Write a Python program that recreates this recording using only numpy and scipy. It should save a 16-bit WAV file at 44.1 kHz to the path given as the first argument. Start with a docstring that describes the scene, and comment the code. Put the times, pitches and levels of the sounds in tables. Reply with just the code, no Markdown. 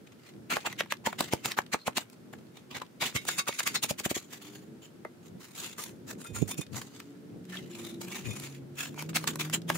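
"""The corner of a brick yard: someone crouches, working a steel trowel through dry dirt and rubble.
Quick chops swell through snapping grit and stop with a dead knock on brick; scrapes, quick catches
and faint foot shuffles stir loose dirt. Clods crumble, dragged shards sing, and the blade rings when
it stands clear. The walls answer briefly, and traffic and small engines drone far off. A few low bumps
come from air and handling at the microphone and from one chop's deep thud."""
import sys
import numpy as np
from scipy import signal
from scipy.fft import rfft, irfft, next_fast_len
from scipy.io import wavfile

SR = 44100
rng = np.random.default_rng(int(sys.argv[2]) if len(sys.argv) > 2 else 0)


def generate_wav(signal):
    """Clip the signal to [-1, 1] and save it as 16-bit WAV at the path in sys.argv[1]."""
    frames = np.transpose(np.atleast_2d(signal))
    scaled = np.clip(frames, -1, 1) * 32767
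    pcm = np.round(scaled).astype(np.int16)
    wavfile.write(sys.argv[1], SR, pcm)


N = 430857


def gain_of(db):
    """Decibels to amplitude."""
    return 10 ** (np.asarray(db) / 20)


def unit_rms(x):
    """Scales to rms 1."""
    return x / np.sqrt(np.mean(x ** 2) + 1e-20)


def at_hz(points, hz):
    """Joins (Hz, value) points on a log-frequency axis."""
    f, value = np.transpose(points)
    return np.interp(np.log(hz + 1), np.log(f + 1), value)


def at_time(curve, s):
    """The columns of a curve at time s."""
    times, *columns = np.transpose(curve)
    return [np.interp(s, times, column) for column in columns]


def add(mix, s, sound):
    """Mixes a sound into both channels at time s."""
    start = round(s * SR)
    sound = sound[..., max(-start, 0):]
    part = mix[:, max(start, 0):][:, :sound.shape[-1]]
    part += sound[..., :part.shape[1]]


def track(source, cues):
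    """Plays every row of a cue table; the source returns (start time, sound)."""
    out = np.zeros((2, N))
    for cue in cues:
        add(out, *source(*cue))
    return out


def drift(count, rate_hz):
    """A random wobble that glides to a new value rate_hz times a second."""
    knots = rng.standard_normal(count // 8 + 2)
    return np.interp(np.arange(count) * rate_hz / SR, np.arange(len(knots)), knots)


def stereo(z, likeness):
    """Makes two unrelated channels partly alike."""
    likeness = np.clip(likeness, -1, 1)
    return np.array([z[0], likeness * z[0] + np.sqrt(1 - likeness ** 2) * z[1]])


def mode(hz, centre_hz, t60):
    """Frequency response of one dying resonance, gain 1 at its centre."""
    return 1 / (1 + 2j * np.pi * (hz - centre_hz) * t60 / np.log(1000))


def low_cut(x, hz, order=2):
    """Rolls off the bass under hz."""
    return signal.sosfilt(signal.butter(order, hz, "highpass", fs=SR, output="sos"), x)


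# tone of the background bed: f/Hz, level/dB
BED_EQ = [(15, -62), (25, -55), (116, -3), (253, -1), (289, -5.5), (359, -2.5), (389, -7.5), (433, -8),
          (648, -16), (722, -18), (1200, -23), (1300, -19.5), (2300, -26), (2770, -27), (15500, -37)]
# its stereo image: f/Hz, left-right likeness/0-1
BED_LIKENESS = [(40, 0.25), (150, 0.8), (400, 0.37), (1000, 0.022), (3000, 0.028), (15000, 0.037)]
# fader ride on the traffic murmur: t/s, level/dB
TRAFFIC = [(0.0, -54), (1.28, -51.5), (2.07, -57), (4.73, -53.5), (5.09, -53.5), (8.11, -48.5),
           (8.73, -49.5), (9.3, -44), (9.77, -45.5)]
def neighbourhood(murmur_db=1.07, waver_db=3.5, bed_db=-54, split_hz=600):
    """Far traffic swells and sinks under a steady faint hiss."""
    hz = np.fft.rfftfreq(N, 1 / SR)
    bed = stereo(rfft(rng.standard_normal((2, N))), at_hz(BED_LIKENESS, hz)) * gain_of(at_hz(BED_EQ, hz))
    lows = 1 / (1 + (hz / split_hz) ** 4)
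    ride_db, = at_time(TRAFFIC, np.arange(N) / SR)
    murmur = unit_rms(irfft(bed * lows, N)) * gain_of(ride_db + murmur_db + waver_db * drift(N, 11))
    hiss = gain_of(bed_db) * irfft(bed * (1 - lows), N) / irfft(bed, N).std()
    return murmur + hiss


# the ground, coarse rubble to fine sand: t/s, body/dB, fizz/dB, resonance under a scrape/Hz
GROUND = [(0.55, 6.5, -4.5, 1410), (0.92, -1.5, -8, 1400), (1.06, 9, -2, 1700), (1.9, 7, -2, 1740),
          (2.3, 21, 3.5, 1400), (2.8, 12, -10, 1080), (3.16, 3, 1.5, 2200), (4.1, 0, 2.5, 2600),
          (4.35, 11, 0.5, 3460), (5.62, 6.5, 2.5, 3730), (6.2, 9, 3, 1340), (6.6, 10, 5.5, 2570),
          (7.25, 5, -7, 1480), (7.6, 6, -3, 3230), (8.0, 11, 3.5, 4000), (8.35, 5.5, 0.5, 2300),
          (9.3, 7.5, -1.5, 980), (9.77, 7.5, 1.5, 895)]
# tone of sliding grit, with the microphone's lift near 7 kHz: f/Hz, level/dB
GRIT_AND_MIC_EQ = [(90, -10), (250, -8), (600, -14), (1200, -6), (2400, 0), (4000, -3.5), (5600, -7),
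                   (7100, -0.5), (8200, -8), (11000, -11.5), (15500, -10)]
def grit(s, db, rise, fall, rise_power=2, fall_power=0.93, grain_db=6.5, hiss=0.51,
         weight_db=0, spill=0, resonance_db=0, spill_s=0.038, snap_s=0.0028, judder_db=4):
    """Sand grains snap along the blade, swelling as it drives in and fading as it stops."""
    count = 16384
    t, hz = (np.arange(count) - count // 3) / SR, np.fft.rfftfreq(count, 1 / SR)
    swell = np.exp(-np.where(t < 0, (abs(t) / rise) ** rise_power, (abs(t) / fall) ** fall_power))
    swell = np.maximum(swell, spill * (t > 0) * np.exp(-abs(t) / spill_s))  # loosened dirt trails on
    # a hard stroke crushes many grains, a light one lets them be heard apart
    grains_per_s = 700 * gain_of(db + 46)
    sizes = gain_of(grain_db * np.minimum(rng.exponential(1, count), 3))
    sizes *= rng.random(count) < grains_per_s / SR
    snaps = np.sqrt(signal.lfilter([1], [1, -np.exp(-1 / (snap_s * SR))], sizes ** 2))
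    judder = gain_of(judder_db * drift(count, 116.7))  # the blade catches and slips
    envelope = unit_rms((unit_rms(snaps) + hiss) * judder * swell) * np.sqrt(np.mean(swell ** 2))
    body_db, fizz_db, resonance_hz = at_time(GROUND, s)
    peak = resonance_db * np.exp(-(np.log((hz + 1) / resonance_hz) / 0.033) ** 2)
    tilt = at_hz([(800, body_db + weight_db), (1600, 0), (3800, 0), (7000, fizz_db)], hz)
    colour = gain_of(at_hz(GRIT_AND_MIC_EQ, hz) + tilt + peak)
    mids = (hz > 1200) & (hz < 5000)
    colour /= np.sqrt(np.sum(colour[mids] ** 2) / len(hz))
    grains = stereo(clods(envelope, hz), 1 / (1 + (hz / 1300) ** 2))  # centred lows, wide highs
    return s + t[0], gain_of(db) * irfft(grains * colour * blade(hz, *blade_contact(s)))


def clods(envelope, hz, count=3, ripple_db=4.5, ripple_hz=330, turnover_hz=70):
    """The blade meets one clod after another, so the grit's resonances keep changing within a stroke."""
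    crossfades = np.exp([drift(len(envelope), turnover_hz) for _ in range(count)])
    crossfades /= np.sqrt((crossfades ** 2).sum(0))
    spectrum = 0
    for fade in crossfades:
        ripple = np.interp(hz / ripple_hz, np.arange(200), rng.standard_normal(200))
        colour = gain_of(ripple_db * np.clip(ripple, -2, 1.5)) * (1 + chips(hz))
        noise = envelope * fade * rng.standard_normal((2, len(envelope)))
        spectrum += rfft(noise) * colour / np.sqrt(np.mean(abs(colour) ** 2))
    return spectrum


def chips(hz, count=4, clink_db=-1, low_hz=1000, high_hz=10000):
    """Chips of brick pushed aside clink briefly, the higher the shorter."""
    pitches = low_hz * (high_hz / low_hz) ** rng.random(count)
    return gain_of(clink_db) * sum(mode(hz, f, t60=0.024 * np.sqrt(2000 / f)) for f in pitches)


# the blade stands clear of the dirt: from/s, to/s, share of its t60, contact/0 edge - 1 tip
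BLADE_CLEAR = [(3.1, 3.8, .37, 0), (4.4, 4.5, .2, 1), (5.75, 5.88, .25, 1), (6.2, 6.65, .46, 1),
               (8.25, 8.37, .33, 1)]
def blade_contact(s, buried=(0.07, 0.5)):
    """How freely the blade rings at time s, and how near its tip it touches."""
    return next((row[2:] for row in BLADE_CLEAR if row[0] < s < row[1]), buried)


# modes of the steel blade: f/Hz, edge strike/dB, tip drag/dB, t60/s
BLADE_MODES = [(1080, -4, -16, .16), (1460, -3, -14, .14), (2070, -4, -14, .14), (2190, 2, -12, .2),
               (2498, -10, 0, .3), (2735, -5, -16, .14), (3135, -9, -16, .19), (3591, -1, 2, .22),
               (3780, 1, -12, .17), (3990, -5, -20, .14), (4530, -2, -14, .15), (5173, 0, -12, .16),
               (5610, -4, -3, .2), (6770, 1, 0, .13), (7135, -8, -1, .14), (8791, -8, 2, .05),
               (8920, -1, 2, .05), (9679, -1, -14, .18), (10982, -4, 2, .05), (11930, -4, 0, .16),
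               (14190, -8, -8, .14)]
def blade(hz, free, tip, ring_db=15, scatter_db=2.5):
    """The freer the steel, the more grit is heard through its modes; the grip detunes them a little."""
    weights = free * gain_of(ring_db + scatter_db * np.clip(rng.standard_normal(len(BLADE_MODES)), -2, 1))
    phases = np.exp(2j * np.pi * rng.random((len(BLADE_MODES), 2, 1)))
    grip = 1 + 0.008 * rng.uniform(-1, 1)
    steel = sum(weight * phase * gain_of(edge_db + tip * (tip_db - edge_db))
                * mode(hz, f * grip, t60 * free)
                for weight, phase, (f, edge_db, tip_db, t60) in zip(weights, phases, BLADE_MODES))
    direct = 1 - 0.7 * free
    return direct + steel


# scrapes, quick catches of the blade and faint foot shuffles in loose dirt:
# peak t/s, level/dB, rise/s, fall/s
SCRAPES = [(0.075, -55.5, 0.0063, 0.0021), (0.123, -59, 0.0046, 0.0081), (0.291, -57.5, 0.077, 0.022),
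           (0.718, -46.5, 0.024, 0.012), (1.488, -39, 0.015, 0.0068), (2.017, -47, 0.016, 0.01),
           (2.129, -61.5, 0.013, 0.017), (2.336, -54, 0.0064, 0.009), (2.39, -64.5, .006, 0.013),
           (2.568, -56.5, 0.024, 0.041), (2.734, -45, 0.022, 0.0046), (2.82, -44.5, 0.0048, 0.0061),
           (3.347, -46, 0.075, 0.055), (3.545, -45.5, 0.031, 0.031), (3.637, -37, 0.0079, 0.0033),
           (4.345, -46.5, 0.032, 0.024), (4.44, -50, 0.022, 0.045), (4.541, -53.5, 0.014, 0.065),
           (4.844, -56, 0.02, 0.019), (5.27, -61, 0.031, .012), (5.425, -53.5, 0.024, 0.07),
           (5.566, -52.5, 0.031, 0.019), (5.6, -43.5, 0.026, 0.042), (5.65, -44, 0.023, 0.05),
           (5.794, -42, 0.013, 0.058), (5.863, -48, 0.0071, 0.0056), (6.108, -44, 0.025, 0.015),
           (6.212, -49.5, 0.02, 0.0098), (6.258, -51, 0.027, 0.03), (6.365, -41.5, 0.018, 0.037),
           (6.492, -40, 0.012, 0.0091), (6.516, -36.5, .011, 0.0049), (6.586, -45.5, 0.013, 0.016),
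           (6.616, -40, 0.0072, 0.003), (6.77, -43.5, 0.028, 0.058), (6.944, -57, 0.065, 0.11),
           (7.555, -48, 0.053, 0.065), (7.74, -52, 0.044, 0.12), (7.821, -48.5, 0.034, 0.082),
           (8.02, -45, 0.012, 0.023), (8.124, -50.5, 0.062, 0.026), (8.165, -43.5, 0.042, 0.04),
           (8.266, -50, 0.03, 0.044), (8.305, -48, 0.041, 0.17), (8.437, -45.5, 0.015, 0.032),
           (8.471, -51, 0.022, 0.014), (8.539, -57, 0.012, 0.038), (8.795, -37, 0.023, 0.049),
           (9.006, -44, 0.034, 0.031), (9.093, -42.5, 0.0028, 0.0081), (9.28, -29.5, 0.0095, 0.026),
           (9.409, -32, 0.012, 0.013), (9.456, -44.5, 0.021, 0.032), (9.543, -28, 0.013, 0.013)]
def scrape(s, db, rise, fall):
    """Loose dirt slides under blade or foot: a hissy swell with one narrow resonance of the ground."""
    return grit(s, db, rise, fall, fall_power=1.2, grain_db=4, hiss=0.7, resonance_db=4)


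def crumbs(per_stroke=4, strays=40, stray_db=-57, spread_db=4, settle_s=0.035):
    """Small clods crumble down just after each stroke, and now and then shift under hands and sandals."""
    out, t = np.zeros((2, N)), np.arange(1024) / SR
    hz = np.fft.rfftfreq(len(t), 1 / SR)
    envelope = np.minimum(t / 0.0016, 1) * np.exp(-t / 0.003)
    cues = [(s + settle_s * rng.gamma(2, 0.5), min(db, -39) - 7)
            for s, db, *_ in CHOPS + SCRAPES for _ in range(per_stroke)]
    cues += [(s, stray_db) for s in rng.random(strays) * N / SR]
    for s, db in cues:
        centre_hz = 1200 * 4 ** rng.random()
        noise = rfft(rng.standard_normal((2, len(t))))
        crumble = unit_rms(irfft(noise * mode(hz, centre_hz, t60=4 / centre_hz)))
        add(out, s, gain_of(db + spread_db * np.clip(rng.standard_normal(), -2, 1.5)) * crumble * envelope)
    return out


# shards dragged over brick: t/s, level/dB, f/Hz, length/s
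SCUFFS = [(0.525, -29, 1390, 0.012), (0.574, -33.5, 822, .009), (0.661, -35, 840, 0.0093),
          (1.087, -39.5, 900, 0.023), (1.58, -30, 1265, 0.0057), (1.829, -55.5, 4200, 0.029),
          (2.823, -36.5, 1002, 0.0075), (3.307, -41, 1470, 0.015), (3.398, -32, 1136, 0.0085),
          (3.485, -31.5, 1335, 0.0094), (3.673, -35.5, 1146, 0.009), (3.763, -28.5, 4120, 0.0056),
          (5.797, -39.5, 1195, 0.009), (6.258, -43, 1380, 0.0072), (6.366, -39, 1386, 0.0078),
          (6.765, -59, 1390, 0.012), (7.54, -41, 1760, 0.011), (7.577, -40, 3230, 0.0096),
          (8.13, -42, 2270, 0.0074), (8.267, -43, 2440, 0.017)]
def scuff(s, db, hz, length, ring_t60=0.073, rasp_db=-14, slip_db=4):
    """Stone catches and slips on stone; the slips make the shard sing at its own pitch."""
    count = 8192
    t, bins = (np.arange(count) - count // 4) / SR, np.fft.rfftfreq(count, 1 / SR)
    swell = np.exp(-(t / length) ** 2)
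    slips = rng.standard_normal((2, count)) * gain_of(slip_db * drift(count, 301)) * swell
    shard = mode(bins, hz, ring_t60) + gain_of(rasp_db) * mode(bins, hz, ring_t60 / 20)
    song = unit_rms(irfft(stereo(rfft(slips), 0.26) * shard)) * np.sqrt(np.mean(swell ** 2))
    return s + t[0] - length / 2, gain_of(db) * song


# chops onto brick: stop t/s, grit/dB, spill/dB re grit, knock/dB, brick f/Hz, t60/s, crack/dB
CHOPS = [(0.526, -29, -8.5, -21, 1330, 0.059, -42), (0.5682, -38, -12, -16, 820, 0.028, -24),
         (0.671, -31.5, -26, -19, 820, 0.018, -37), (0.806, -32, -23, -11.5, 1410, 0.014, -25),
         (0.9222, -37, -30, -17, 1330, 0.013, -19), (1.071, -30, -15.5, -14, 565, 0.016, -26),
         (1.2068, -33, -6, -15, 560, 0.023, -13), (1.3347, -34.5, -12, -12, 420, 0.016, -16),
         (1.4575, -32.5, -30, -22, 690, 0.012, -14), (1.518, -39, -39, -21, 2550, 0.009, -23.5),
         (1.5876, -36, -35, -11, 987, 0.026, -24), (1.744, -30, -25, -17, 764, 0.034, -34),
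         (1.879, -34, -37, -13.5, 650, 0.0061, -26), (1.981, -29, -36, -21, 985, 0.021, -17.5),
         (2.769, -36.5, -28, -37, 800, 0.021, -29.5), (3.028, -28.5, -6, -23.5, 975, 0.029, -48),
         (3.073, -32.5, -23, -62, 1050, 0.018, -44), (3.164, -30.5, -16, -36, 563, 0.015, -25),
         (3.288, -29.5, -10.5, -16, 1115, 0.022, -16.5), (3.399, -28.5, -33, -30, 1450, 0.045, -42),
         (3.491, -32.5, -27, -21, 590, 0.038, -43), (3.604, -30, -24, -19, 1600, 0.0097, -28),
         (3.675, -30, -9.5, -31, 1280, 0.031, -15.5), (3.764, -29.5, -38, -27, 1130, 0.016, -43),
         (3.844, -29, -18, -26, 714, 0.0085, -34), (3.909, -32.5, -36, -19, 384, 0.02, -21),
         (4.003, -37, -37, -29, 485, 0.024, -68), (4.061, -32.5, -28, -21, 344, 0.033, -36),
         (4.113, -34, -28, -21.5, 354, 0.021, -24), (4.166, -35, -8.5, -26.5, 362, 0.021, -45),
         (9.1688, -26.5, -14, -15, 2020, 0.0068, -15), (9.7008, -37, -9, -13, 1000, 0.012, -18),
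         (9.756, -39, -3, -30, 1010, 0.021, -36.5)]
def chop(s, grit_db, spill_db, knock_db, hz, t60, crack_db, rise_s=0.014, lead_s=0.003):
    """A quick stroke drives through the grit and peaks just before a piece of brick stops it."""
    fall_s = 0.0077 * gain_of(-0.13 * (knock_db - grit_db))  # a harder knock chokes the grit sooner
    weight_db = -1.5 * np.log2(880 / hz)  # a lower-pitched piece leaves the grit thinner
    start, sound = grit(s - lead_s, grit_db, rise_s, fall_s, rise_power=2.1,
                        weight_db=weight_db, spill=gain_of(spill_db))
    add(sound, *knock(s - start, knock_db, hz, t60, crack_db))
    add(sound, s - start, jolt(knock_db, hz) + jolt(crack_db, hz=3000))
    return start, sound


def jolt(db, hz, trim_db=-1, width_cycles=0.27):
    """Steel meeting brick head-on gives one hard pressure pulse, wider for a bigger piece."""
    u = (np.arange(400) / SR - 0.0007) * hz / width_cycles
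    return gain_of(db + trim_db) * (1 - 2 * u ** 2) * np.exp(-u ** 2)


def ground_thud(s, grit_db, spill_db, knock_db, hz, *_, lowest_hz=160, fall_s=0.003):
    """A chop sends a short deep thud through the ground, louder under a big, low-pitched piece."""
    t = np.arange(2000) / SR
    swing = np.sin(2 * np.pi * lowest_hz * rng.uniform(1.0, 1.6) * t) * np.exp(-t / fall_s)
    level_db = knock_db - 8 - 11 * np.log2(hz / 500)
    return s - fall_s / 2, gain_of(level_db) * low_cut(swing, 70, order=3)


# modes of a piece of brick lying in dirt: multiple of its pitch, level/dB, share of its t60
BRICK_MODES = [(.62, -3, 1), (0.999, 10.5, 0.66), (1.45, 8, 0.14), (1.95, -1.5, 0.17), (3.0, 1.5, 0.86)]
# loose pieces knocking together: t/s, level/dB, f/Hz, t60/s, crack/dB
KNOCKS = [(0.727, -27.5, 1930, 0.04, -32), (0.859, -36.5, 960, 0.0068, -49), (1.128, -23, 1120, 0.035, -35),
          (2.099, -62, 900, 0.022, -39.5), (2.335, -31, 920, 0.0081, -62), (2.817, -33, 920, 0.023, -52),
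          (3.252, -35, 950, 0.018, -30), (3.526, -27, 2200, 0.066, -47), (5.0492, -22.5, 653, 0.047, -44),
          (5.729, -41, 2980, .012, -56), (5.8383, -42, 2190, 0.019, -22.5),
          (5.892, -38.5, 2670, 0.014, -42), (6.543, -58, 910, 0.02, -32), (6.745, -32, 1480, 0.012, -38),
          (6.8153, -29.5, 1100, 0.036, -32), (7.001, -30.5, 1710, 0.046, -33),
          (7.452, -44, 2420, 0.008, -44), (7.555, -30.5, 1480, 0.018, -48), (8.145, -29.5, 2420, .01, -42),
          (8.363, -39, 2340, .012, -48), (8.399, -42, 920, 0.02, -25), (8.437, -41, 1920, .016, -48),
          (8.471, -37, 2200, .014, -50), (8.856, -28.5, 1870, 0.018, -58), (8.977, -32, 875, 0.06, -52),
          (9.0235, -32, 915, 0.04, -25), (9.2408, -23.5, 950, 0.025, -26), (9.274, -17, 2530, .01, -40),
          (9.303, -47, 1470, 0.025, -31), (9.357, -28, 1030, 0.025, -23.5), (8.943, -40, 1100, .014, -43),
          (9.131, -36, 1302, .012, -55), (9.467, -42, 1900, 0.0088, -39), (9.498, -28.5, 970, 0.025, -28),
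          (1.288, -37, 2980, .008, -38), (1.406, -53, 2620, .008, -52)]
def knock(s, db, hz, t60, crack_db, ring_db=-6.5, crunch_db=-7, rock_db=-5, detune=0.087):
    """Struck brick cracks, rings choked by dirt, thuds and crunches, then rocks and touches again."""
    t = np.arange(3000) / SR
    ring = 0
    for ratio, level, share in BRICK_MODES:
        mode_hz = hz * ratio * (1 + detune * rng.uniform(-1.38, 1, (2, 1)))
        ring += gain_of(level - 60 * t / (t60 * share)) * np.sin(2 * np.pi * (mode_hz * t + rng.random()))
    bright = signal.lfilter([1, -1], [1, -0.76], stereo(rng.standard_normal((2, len(t))), 0.26))
    crack = unit_rms(signal.lfilter([1], [1, -0.3], bright))
    crack *= np.minimum(t / 0.00041, 1) * np.exp(-t / 0.002)
    push = gain_of(db - 7 - 12 * np.log2(hz / 420))  # big, low pieces push the ground harder
    thud = push * np.sin(2 * np.pi * rng.uniform(200, 540) * t) * np.exp(-t / 0.00063)
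    attack = 1 - np.exp(-(t * hz / 0.32) ** 2)  # heavy pieces meet more softly
    body = (gain_of(db + ring_db) * ring / abs(ring * attack).max() + thud) * attack
    hit = body + gain_of(crack_db - 5) * crack + gain_of(db + crunch_db) * crunch(hz, t)
    rock_s = rng.uniform(0.001261, 0.002175)
    add(hit, rock_s, gain_of(db + rock_db) * crunch(hz, t))
    return s, hit


def crunch(hz, t, fall_s=0.0021, tail_db=-17, tail_s=0.0059):
    """The rubble under a struck piece shifts: a dull rattle around its pitch with a short gritty tail."""
    band = signal.butter(3, [hz * 0.33, min(hz * 2.12, SR / 3)], "bandpass", fs=SR, output="sos")
    envelope = np.exp(-t / fall_s) + gain_of(tail_db) * np.exp(-t / tail_s)
    rattle = signal.sosfilt(band, stereo(rng.standard_normal((2, len(t))), 0.71) * envelope)
    return rattle / abs(rattle).max()


# low bumps: air and handling at the microphone, and one chop's deep thud:
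# t/s, level/dB, length/s, pan/0 left - 1 right
LOW_BUMPS = [(3.157, -26, 0.0041, 0.68), (6.312, -34.5, 0.011, 0.71), (6.407, -34.5, 0.058, 0.92),
             (6.426, -13, 0.0038, 0.97), (6.594, -24.5, 0.0052, 0.94), (6.747, -34.5, 0.025, 0.14),
             (8.287, -29, 0.022, 0.071)]
def low_bump(s, db, length, pan, wander=0.24, overtone=0.53, rub_db=-13, rub_hz=(260, 520)):
    """A short uneven swing of pressure with a dull rub, mostly on one side."""
    t = np.arange(-4000, 4000) / SR
    hz = 137.55 * (0.00444 / length) ** 0.1043  # longer bumps are a little deeper
    phase = 2 * np.pi * np.cumsum(hz * np.exp(wander * drift(len(t), 214))) / SR
    band = signal.butter(3, rub_hz, "bandpass", fs=SR)
    rub = unit_rms(signal.lfilter(*band, rng.standard_normal(len(t))))
    swing = np.sin(phase) + overtone * np.cos(2 * phase) + gain_of(rub_db) * rub
    bump = low_cut(swing / np.cosh(t / length), 49, order=4)
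    sides = np.array([[1 - pan], [pan]]) / max(pan, 1 - pan)
    return s + t[0], gain_of(db) * bump * sides


# the blade springs free: t/s, strongest mode/dB, favoured f/Hz, share of its t60
TINGS = [(3.168, -41, 3750, 1), (3.292, -41, 2800, 0.92), (3.403, -43, 1700, .65), (3.495, -51, 3200, .7),
         (3.61, -46, 2310, .7), (3.678, -49, 5200, 0.99), (3.768, -45, 4540, 0.39), (6.262, -48, 2700, 1),
         (6.369, -53, 2980, 0.29), (6.518, -40, 3400, 0.42), (6.615, -39, 2900, 0.26),
         (8.285, -44, 3500, .75), (8.31, -39.5, 2400, .5)]
def ting(s, db, favoured_hz, share, rise_s=0.003, falloff_db_per_octave=11, scatter_db=5):
    """The freed blade rings out, loudest in the modes that the point of contact favours."""
    t = np.arange(SR // 3) / SR
    hz, edge_db, tip_db, t60 = np.transpose(BLADE_MODES)[:, :, None, None]
    _, tip = blade_contact(s)
    level = edge_db + tip * (tip_db - edge_db) - falloff_db_per_octave * abs(np.log2(hz / favoured_hz))
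    level += scatter_db * rng.uniform(-1, 1, hz.shape)
    hz = hz * (1 + 0.008 * rng.uniform(-1.15, 1, hz.shape))  # dirt on the blade shifts its modes
    decays = gain_of(level - level.max() - 60 * t / (t60 * share))
    tones = np.sin(2 * np.pi * (hz * t + rng.random((len(BLADE_MODES), 2, 1)) / 2))
    return s, gain_of(db) * np.minimum(t / rise_s, 1) * (decays * tones).sum(0)


# far engines, one a row: [(order, level/dB)], [(t/s, firing rate/Hz, level/dB)]
ENGINES = [([(3, 1.5), (4, -4)], [(4.2, 95.3, -70), (4.5, 101, -56.5), (4.8, 109, -61.5),
           (5.1, 112.3, -71)]), ([(2, 3), (3, -4.5)], [(6.6, 137.8, -76), (7.05, 140.3, -58),
           (7.38, 148.1, -57), (7.6, 146, -63)]), ([(2, 2.5), (4, -5.5)], [(7.05, 86, -71),
           (7.58, 92, -49.5), (7.85, 92, -63), (8.2, 94, -52), (8.4, 95, -72)]), ([(2, -6), (3, -1.5)],
           [(7.55, 119, -80), (7.72, 116.7, -46.5), (7.85, 112.7, -47.5), (8.02, 113.5, -48.5),
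           (8.17, 118.8, -52.5), (8.35, 116.2, -56.5), (9.1, 115.8, -62.5)]), ([(1, 0), (2, -9.5)],
           [(8.25, 142.3, -50), (8.6, 136, -48), (8.85, 139, -54.5), (9.1, 160.1, -40.5),
           (9.33, 156.5, -44), (9.45, 152, -39), (9.62, 168, -43.5), (9.77, 165.2, -40.5)])]
def engine(orders, curve, waver=0.0089, flutter_db=2, fade_s=0.1):
    """Only the lowest orders of a small engine carry over the walls."""
    t = np.arange(curve[0][0] - fade_s, curve[-1][0] + fade_s, 1 / SR)
    hz, db = at_time(curve, t)
    fade = np.clip(np.minimum(t - t[0], t[-1] - t) / fade_s, 0, 1)
    phase = 2 * np.pi * np.cumsum(hz * (1 + waver * drift(len(t), 25))) / SR
    drone = sum(gain_of(db + level + flutter_db * drift(len(t), 25)) * np.sin(order * phase)
                for order, level in orders)
    return t[0], np.sqrt(2) * fade * drone


def left_lead(x, lead_rad=0.99, low_hz=250, high_hz=2500):
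    """In the mids, close sounds reach the left microphone port a little ahead of the right."""
    size = next_fast_len(N)
    hz = np.fft.rfftfreq(size, 1 / SR)
    lead = lead_rad * hz / (hz + low_hz) / (1 + (hz / high_hz) ** 2)
    return irfft(rfft(x, size) * np.exp(0.5j * np.array([lead, -lead])), size)[:, :N]


# decay of the yard's echo: f/Hz, t60/s
YARD_DECAY = [(150, 0.14), (600, 0.09), (2000, 0.095), (6000, 0.09), (14000, 0.078)]
def yard_echo(x, predelay_s=0.0041):
    """Rough brick walls scatter a short echo, different at each ear."""
    count = SR // 2
    taps = rng.standard_normal((2, count)) * (rng.random((2, count)) < 0.1)
    taps *= np.arange(count) > predelay_s * SR
    hz, t, bands = signal.stft(taps, SR, nperseg=256)
    _, tail = signal.istft(bands * gain_of(-60 * t / at_hz(YARD_DECAY, hz)[:, None]), SR, nperseg=256)
    return signal.fftconvolve(x, tail / np.linalg.norm(tail[0]), axes=1)[:, :N]


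def scene(echo_db=-14, low_cut_hz=105):
    """Trowel work close by, its echo, and the world beyond the walls."""
    work = track(chop, CHOPS) + track(scrape, SCRAPES) + track(knock, KNOCKS)
    work += track(scuff, SCUFFS) + track(ting, TINGS) + crumbs()
    work = low_cut(left_lead(work), low_cut_hz, order=3)  # such small things radiate little deep bass
    echo = gain_of(echo_db) * yard_echo(work)
    distance = neighbourhood() + track(engine, ENGINES)
    low_end = track(ground_thud, CHOPS) + track(low_bump, LOW_BUMPS)
    return work + echo + distance + low_end


def record(dry, low_hz=22, high_hz=15750):
    """The recorder's band limits."""
    high_cut = signal.firwin(401, high_hz, window=("kaiser", 9), fs=SR)
    return signal.oaconvolve(low_cut(dry, low_hz), high_cut[None], "same")


dry = scene()
out = record(dry)
generate_wav(out)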